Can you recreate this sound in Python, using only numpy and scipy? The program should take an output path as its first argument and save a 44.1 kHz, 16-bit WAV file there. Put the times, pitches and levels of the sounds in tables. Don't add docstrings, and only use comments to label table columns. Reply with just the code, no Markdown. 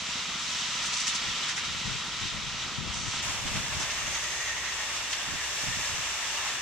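import sys
import numpy as np
from scipy import signal
from scipy.fft import rfft, irfft, next_fast_len
from scipy.io import wavfile
from scipy.ndimage import map_coordinates

SR = 44100
rng = np.random.default_rng(int(sys.argv[2]) if len(sys.argv) > 2 else 0)


def file_out(sig):
    cols = np.atleast_2d(sig).T
    lim = np.clip(cols, -1, 1)
    pcm = np.round(lim * 32767).astype(np.int16)
    wavfile.write(sys.argv[1], SR, pcm)


N = 291501
TIME = np.arange(N) / SR
FFT_SIZE = next_fast_len(N, real=True)
FREQ = np.maximum(np.arange(FFT_SIZE // 2 + 1) * SR / FFT_SIZE, 1)
CHANGE_S = 3.225

# frequency in Hz, level in dB.
HUM_AWAY = [(134.6, -62), (241, -63)]
HUM_NEAR = [(64.6, -62), (130, -62), (161.5, -69.5)]
# frequency in Hz, density in dB per Hz.
RUMBLE_AWAY = [(20, -85), (60, -76.5), (130, -79), (180, -78), (260, -82.5), (430, -83), (750, -80.5),
               (1000, -78), (1350, -74.5), (2000, -98), (4000, -110)]
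RUMBLE_NEAR = [(20, -85), (60, -70), (140, -80.5), (220, -82), (400, -79.5), (700, -81), (4000, -110)]
# time in seconds, gain in dB.
DRONE_GAIN = [(4.1, 0), (4.3, -1), (4.75, -1.5), (5, -1.7)]
# peak time in seconds, level in dB, left minus right in dB, half length in seconds.
GUSTS = [(1.29, -50, 18, 0.024), (1.735, -54, 15, 0.075), (1.873, -40.5, 10, 0.018),
         (1.935, -43.5, 13, 0.034), (2.247, -44, 13, 0.023), (2.41, -50, 22, 0.08), (2.785, -45, 17, 0.012),
         (2.855, -43, 20.5, 0.038), (2.984, -43, 18, 0.022), (3.074, -43.5, 22, 0.017),
         (3.295, -36.5, 9.5, 0.022), (3.466, -37, -5, 0.024), (3.561, -33.5, 1, 0.044),
         (3.763, -39, -1, 0.051), (4.074, -43.5, 3, 0.041), (5.321, -44.5, -10, 0.044),
         (5.688, -46, -20, 0.038), (5.79, -46.5, -20, 0.024), (5.954, -41.5, 7, 0.042)]
# start in seconds, level in dB, centre in Hz, T60 in seconds.
KNOCKS = [(1.135, -39, 1200, 0.18), (1.486, -35, 1600, 0.19), (1.575, -31.5, 1930, 0.21),
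          (1.636, -38, 1810, .12), (3.13, -36, 1100, .12), (3.804, -37, 1000, 0.24),
          (5.127, -24, 3200, 0.079), (6.371, -39, 1060, 0.54), (6.44, -40, 1060, 0.28)]
# time in seconds, level in dB before the surges.
RUB_LOW = [(3.6, -64), (3.8, -49), (4.05, -44), (4.3, -44), (4.47, -41), (4.56, -43), (4.65, -40),
           (4.74, -45.5), (4.83, -43.5), (4.95, -52), (5.3, -62)]
RUB_HIGH = [(3.7, -64), (3.95, -51.5), (4.15, -49.5), (4.55, -51), (4.8, -57), (5.1, -68)]
# opening and closing time in seconds, level in dB.
LEAKS = [(0.385, 1.177, -47), (2.922, 3.212, -44)]
# centre in Hz, width in Hz, full level in dB.
WHISTLES = [(1815, 340, -44), (2823, 110, -47.5)]
# peak time in seconds, level in dB, centre in Hz.
SPITS = [(.835, -37, 3600), (.865, -38.5, 7000), (.94, -36, 4600), (.975, -36, 5600), (1.008, -35, 4650),
         (1.082, -32, 6640), (1.157, -35, 4400), (1.496, -34, 4000), (1.572, -39, 6000),
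         (3.48, -37.5, 3200), (3.568, -35, 3000), (3.808, -36.5, 4970), (3.838, -42, 3780),
         (3.915, -40, 4000), (4.15, -41, 3200), (4.24, -43, 6000), (4.965, -40, 6000), (5.118, -37.5, 5800)]
# time of one beat in seconds, beats per second then, rise in rate per second.
DRIVE_AWAY = (.424, 13.47, .58)
DRIVE_NEAR = (3.386, 11.31, .79)
ACCENTS_AWAY = [2.4, 3, 0.5, 1.8]
ACCENTS_NEAR = [-1.4, 0.91, -1, -1.3]
# time in seconds, beat level in dB before the accent.
EFFORT_AWAY = [(.3, -50), (.7, -52), (1.55, -39), (1.85, -45), (3.2, -53)]
EFFORT_NEAR = [(3.3, -41.5), (3.5, -36.5), (4.1, -35.8), (4.6, -36), (4.95, -41), (6.6, -42.5)]
# time in seconds, base level in dB, brightness in dB (taken about its mean).
FLOW_AWAY = [(0, -40, -1), (.38, -40.5, -2), (.47, -39, -0.5), (.8, -37.5, -3), (1.13, -36.5, -2.5),
             (1.27, -38.5, -1.5), (1.6, -39, -3.5), (1.95, -40.5, -1.5), (2.3, -40, -3), (2.8, -42.5, -2.5),
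             (3.2, -39, -3.5)]
FLOW_NEAR = [(3.23, -37.5, 0.53), (3.5, -37.5, -0.35), (3.9, -38, -0.21), (4.3, -40, 1.4), (4.8, -39, 0.18),
             (5.25, -38.5, 0.017), (5.6, -38.5, 2.7), (6.6, -37.5, -0.17)]
# frequency in Hz, relative level in dB.
JET_AWAY = [(300, -58), (800, -12), (1600, -4.5), (2000, 1), (3000, 4), (3800, 3), (4400, -1.5), (6000, -7),
            (7400, -8.5), (10000, -22.5), (14000, -27)]
JET_NEAR = [(300, -24), (750, -6), (1100, 0), (1500, -3), (2300, 3.5), (3600, 3), (4400, -1.5),
            (6000, -2.5), (7400, -2.5), (10000, -12), (14000, -13)]
# centre in Hz, width in Hz, lift in dB.
CHIMNEY_AWAY = [(990, 86, 9.5), (1299, 245, 8.5), (1876, 30, 6), (3766, 47, 4.5)]
CHIMNEY_NEAR = [(598, 136, 8.8), (903, 250, 4), (1346, 300, 3.4), (1710, 270, 3.8), (2240, 91, 0.86),
                (2750, 190, 3.6), (3480, 82, 4)]
# frequency in Hz, correlation.
LIKE_AWAY = [(300, 0.75), (1240, 0.95), (2270, 0.62), (4160, 0.66), (7600, 0.36), (14000, .1)]
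LIKE_NEAR = [(300, 0.73), (680, 0.95), (1240, 0.83), (2270, 0.54), (4160, 0.18), (6400, 0.25), (12000, .1)]
LIKE_RUMBLE = [(50, 0.24), (200, 0.97), (700, 0.87)]
# frequency in Hz, gain in dB.
PORT_LEFT = [(4000, 1), (5000, 2), (6200, 3), (7350, 8.5), (8500, 3), (10000, 1), (12500, -3),
             (14200, -2.5)]
PORT_RIGHT = [(4000, 0.5), (5000, 4.5), (6100, 10.5), (7350, -6), (8500, -4.5), (10000, -11.5),
              (12500, -15), (14200, -20)]
# frequency in Hz, phase in radians.
PORT_PHASE = [(2500, 0), (3400, 0), (5900, 3), (7000, 5), (14000, 4)]


def undb(db):
    return 10 ** (np.asarray(db) / 20)


def colour(points):
    hz, value = np.transpose(points)
    return np.interp(np.log(FREQ), np.log(hz), value)


def resonance(hz, width_hz):
    return 1 / np.sqrt(1 + ((FREQ ** 2 - hz ** 2) / (FREQ * width_hz)) ** 2)


def shape(x, gain):
    return irfft(rfft(x, FFT_SIZE) * gain, FFT_SIZE)[..., :N]


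def unit(x):
    return x / np.sqrt(np.mean(x ** 2))


def noise(gain, likeness):
    alike = np.clip(colour(likeness), -1, 1)
    mid = shape(rng.standard_normal(N), gain * np.sqrt((1 + alike) / 2))
    side = shape(rng.standard_normal(N), gain * np.sqrt((1 - alike) / 2))
    return np.array([mid + side, mid - side])


def wander(rate_hz):
    return unit(shape(rng.standard_normal(N), 1 / (1 + (FREQ / rate_hz) ** 4)))


def swell(age, rise_s, fall_s):
    return np.where(age < 0, np.exp(-(age / rise_s) ** 2), np.exp(-np.abs(age) / fall_s))


def held(start_s, end_s, ramp_s):
    return np.clip(np.minimum(TIME - start_s, end_s - TIME) / ramp_s, 0, 1)


def hum(partials, waver_hz, waver_db):
    lines = 0
    for hz, db in partials:
        rms = undb(db + waver_db * wander(0.65))
        phase = 2 * np.pi * np.cumsum(hz + waver_hz * wander(4.4)) / SR
        lines += np.sqrt(2) * rms * np.sin(phase)
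    return lines


def thudding(first_s, per_s, hz, width_hz, level_db, scatter_db, echo_s, echo_db):
    times = np.arange(first_s, TIME[-1], 1 / per_s)
    pulses = np.zeros(N)
    pulses[(times * SR).astype(int)] = undb(scatter_db * np.tanh(rng.standard_normal(len(times))))
    exhaust = 1 / (1 + 1j * (FREQ ** 2 - hz ** 2) / (FREQ * width_hz)) ** 2
    echo = 1 + undb(echo_db) * np.exp(-2j * np.pi * FREQ * echo_s)
    return undb(level_db) * unit(shape(pulses, exhaust * echo))


def rumble(spectrum, swell_db):
    rolling = noise(undb(colour(spectrum)) * np.sqrt(SR / 2), LIKE_RUMBLE)
    return rolling * undb(swell_db * wander(10))


def wind(low_hz, top_hz, buffet_db, breeze_peak_s, breeze_db, breeze_left_db):
    band = 1 / np.sqrt((1 + (low_hz / FREQ) ** 2) * (1 + (FREQ / top_hz) ** 5))
    breeze = swell(TIME - breeze_peak_s, rise_s=1.33, fall_s=0.26)
    ports = []
    for side in (.5, -.5):
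        power = undb(breeze_db + side * breeze_left_db) ** 2 * breeze
        for s, db, left_db, half_s in GUSTS:
            power += undb(db + side * left_db) ** 2 * np.exp(-((TIME - s) / half_s) ** 2)
        eddies = shape(rng.standard_normal(N) * undb(buffet_db * np.tanh(wander(59))), band)
        ports.append(unit(eddies) * np.sqrt(power))
    return np.array(ports)


def knocks(rise_s):
    out = np.zeros((2, N))
    for s, db, hz, t60 in KNOCKS:
        age = np.maximum(TIME - s, 0)
        rattle = unit(noise(resonance(hz, 0.78 * hz) ** 2, LIKE_NEAR))
        out += undb(db) * rattle * (1 - np.exp(-age / rise_s)) * np.exp(-np.log(1000) * age / t60)
    return out


def wheel_squeal(thrust, skirt_db, pitch_waver, rough_db, surge_db):
    core = resonance(hz=1875, width_hz=65) ** 2
    skirt = undb(skirt_db) * resonance(hz=1990, width_hz=480) ** 2
    position = np.arange(N) + np.cumsum(pitch_waver * wander(17.6))
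    ring = noise(core + skirt, LIKE_NEAR)
    low = np.array([map_coordinates(channel, [position], mode="mirror") for channel in ring])
    high = noise(resonance(hz=6400, width_hz=900) ** 2, LIKE_NEAR)
    rub = 0
    for mode, level in [(low, RUB_LOW), (high, RUB_HIGH)]:
        level_db = np.interp(TIME, *np.transpose(level), left=-np.inf, right=-np.inf)
        rub += unit(mode) * undb(level_db + rough_db * np.tanh(wander(22)))
    return rub * undb(surge_db * thrust)


def leaks(hz, width_hz, top_hz, ramp_s):
    opening = sum(undb(db) * held(opens, closes, ramp_s) for opens, closes, db in LEAKS)
    band = resonance(hz, width_hz) ** 2 / (1 + (FREQ / top_hz) ** 8)
    return unit(noise(band, LIKE_AWAY)) * opening


def whistles(start_s, rise_s, flutter_db):
    notes = 0
    for hz, width_hz, db in WHISTLES:
        breath = noise(resonance(hz, width_hz) ** 2, LIKE_NEAR)
        notes += undb(db) * unit(breath * undb(flutter_db * wander(16)))
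    return notes * np.clip((TIME - start_s) / rise_s, 0, 1)


def spits(relative_width, top_hz, rise_s, fall_s, sputter_db):
    sputter = undb(sputter_db * wander(350))
    spray = noise(1 / (1 + (FREQ / top_hz) ** 8), LIKE_AWAY) * sputter
    out = 0
    for s, db, hz in SPITS:
        spurt = unit(shape(spray, resonance(hz, relative_width * hz) ** 2))
        out += spurt * undb(db) * np.sqrt(swell(TIME - s, rise_s, fall_s))
    return out


def beats(drive, accents, effort, rise_s, fall_s):
    beat_s, rate, quickening = drive
    age = TIME - beat_s
    count = rate * age + quickening * age ** 2 / 2
    power = np.zeros(N)
    for k in range(int(count[0]) + 1, int(count[-1]) + 1):
        peak_s = TIME[np.searchsorted(count, k)]
        span = slice(*np.searchsorted(count, [k - 1, k + 2]))
        db = np.interp(peak_s, *np.transpose(effort)) + accents[k % len(accents)]
        power[span] += undb(db) ** 2 * swell(TIME[span] - peak_s, rise_s, fall_s)
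    return power


def steam(flow, jet, chimney, likeness, puffs, body_db, treble_db, puff_treble_db, unsteady_db):
    s, flow_db, brightness_db = np.transpose(flow)
    steady_db = np.interp(TIME, s, flow_db) + unsteady_db * wander(5.8)
    tilt_db = np.interp(TIME, s, brightness_db - np.mean(brightness_db))
    chimney_db = sum(db * resonance(hz, width_hz) ** 2 for hz, width_hz, db in chimney)
    hiss = unit(noise(undb(colour(jet) + chimney_db), likeness))
    body = shape(hiss, 1 / (1 + (FREQ / 4700) ** 6))
    treble = hiss - body
    body_gain = np.sqrt(undb(steady_db + body_db) ** 2 + puffs)
    treble_gain = np.sqrt(undb(steady_db + tilt_db + treble_db) ** 2 + puffs * undb(puff_treble_db) ** 2)
    return body * body_gain + treble * treble_gain


def head_on(x):
    lead = colour(PORT_PHASE) / 2
    return shape(x, np.exp(1j * np.array([lead, -lead])))


def scene():
    puffs_away = beats(DRIVE_AWAY, ACCENTS_AWAY, EFFORT_AWAY, rise_s=.013, fall_s=.018)
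    away = steam(FLOW_AWAY, JET_AWAY, CHIMNEY_AWAY, LIKE_AWAY, puffs_away,
                 body_db=4.5, treble_db=5, puff_treble_db=1.5, unsteady_db=0.8)
    away += rumble(RUMBLE_AWAY, swell_db=1.5) + hum(HUM_AWAY, waver_hz=1, waver_db=0)
    away += thudding(first_s=.022, per_s=15.07, hz=185, width_hz=130,
                     level_db=-55, scatter_db=4.5, echo_s=.031, echo_db=-12)

    puffs_near = beats(DRIVE_NEAR, ACCENTS_NEAR, EFFORT_NEAR, rise_s=.015, fall_s=.02)
    near = steam(FLOW_NEAR, JET_NEAR, CHIMNEY_NEAR, LIKE_NEAR, puffs_near,
                 body_db=4, treble_db=3.5, puff_treble_db=-18, unsteady_db=0.66)
    drone = rumble(RUMBLE_NEAR, swell_db=.5) + hum(HUM_NEAR, waver_hz=1, waver_db=3.5)
    near += drone * undb(np.interp(TIME, *np.transpose(DRONE_GAIN)))

    fade = np.pi / 2 * np.clip((TIME - CHANGE_S) / 0.011 + .5, 0, 1)
    mix = away * np.cos(fade) + head_on(near) * np.sin(fade)
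    mix += spits(relative_width=1.5, top_hz=10000, rise_s=0.0087, fall_s=0.0097, sputter_db=2)
    mix += leaks(hz=5970, width_hz=4900, top_hz=9500, ramp_s=0.016)
    mix += whistles(start_s=4.1, rise_s=1.43, flutter_db=2.5)
    mix += knocks(rise_s=.002)
    thrust = beats(DRIVE_NEAR, ACCENTS_NEAR, effort=[(0, 0)], rise_s=.018, fall_s=.025)
    mix += wheel_squeal(thrust, skirt_db=-5.5, pitch_waver=.013, rough_db=2.5, surge_db=5)
    mix += wind(low_hz=65.7, top_hz=159, buffet_db=6,
                breeze_peak_s=3.57, breeze_db=-48, breeze_left_db=6.5)
    return mix


def record(dry):
    ported = shape(dry, undb(np.array([colour(PORT_LEFT), colour(PORT_RIGHT)])))
    low_pass = signal.ellip(12, .2, 70, 14200, fs=SR, output="sos")
    return signal.sosfilt(low_pass, ported)


dry = scene()
out = record(dry)
file_out(out)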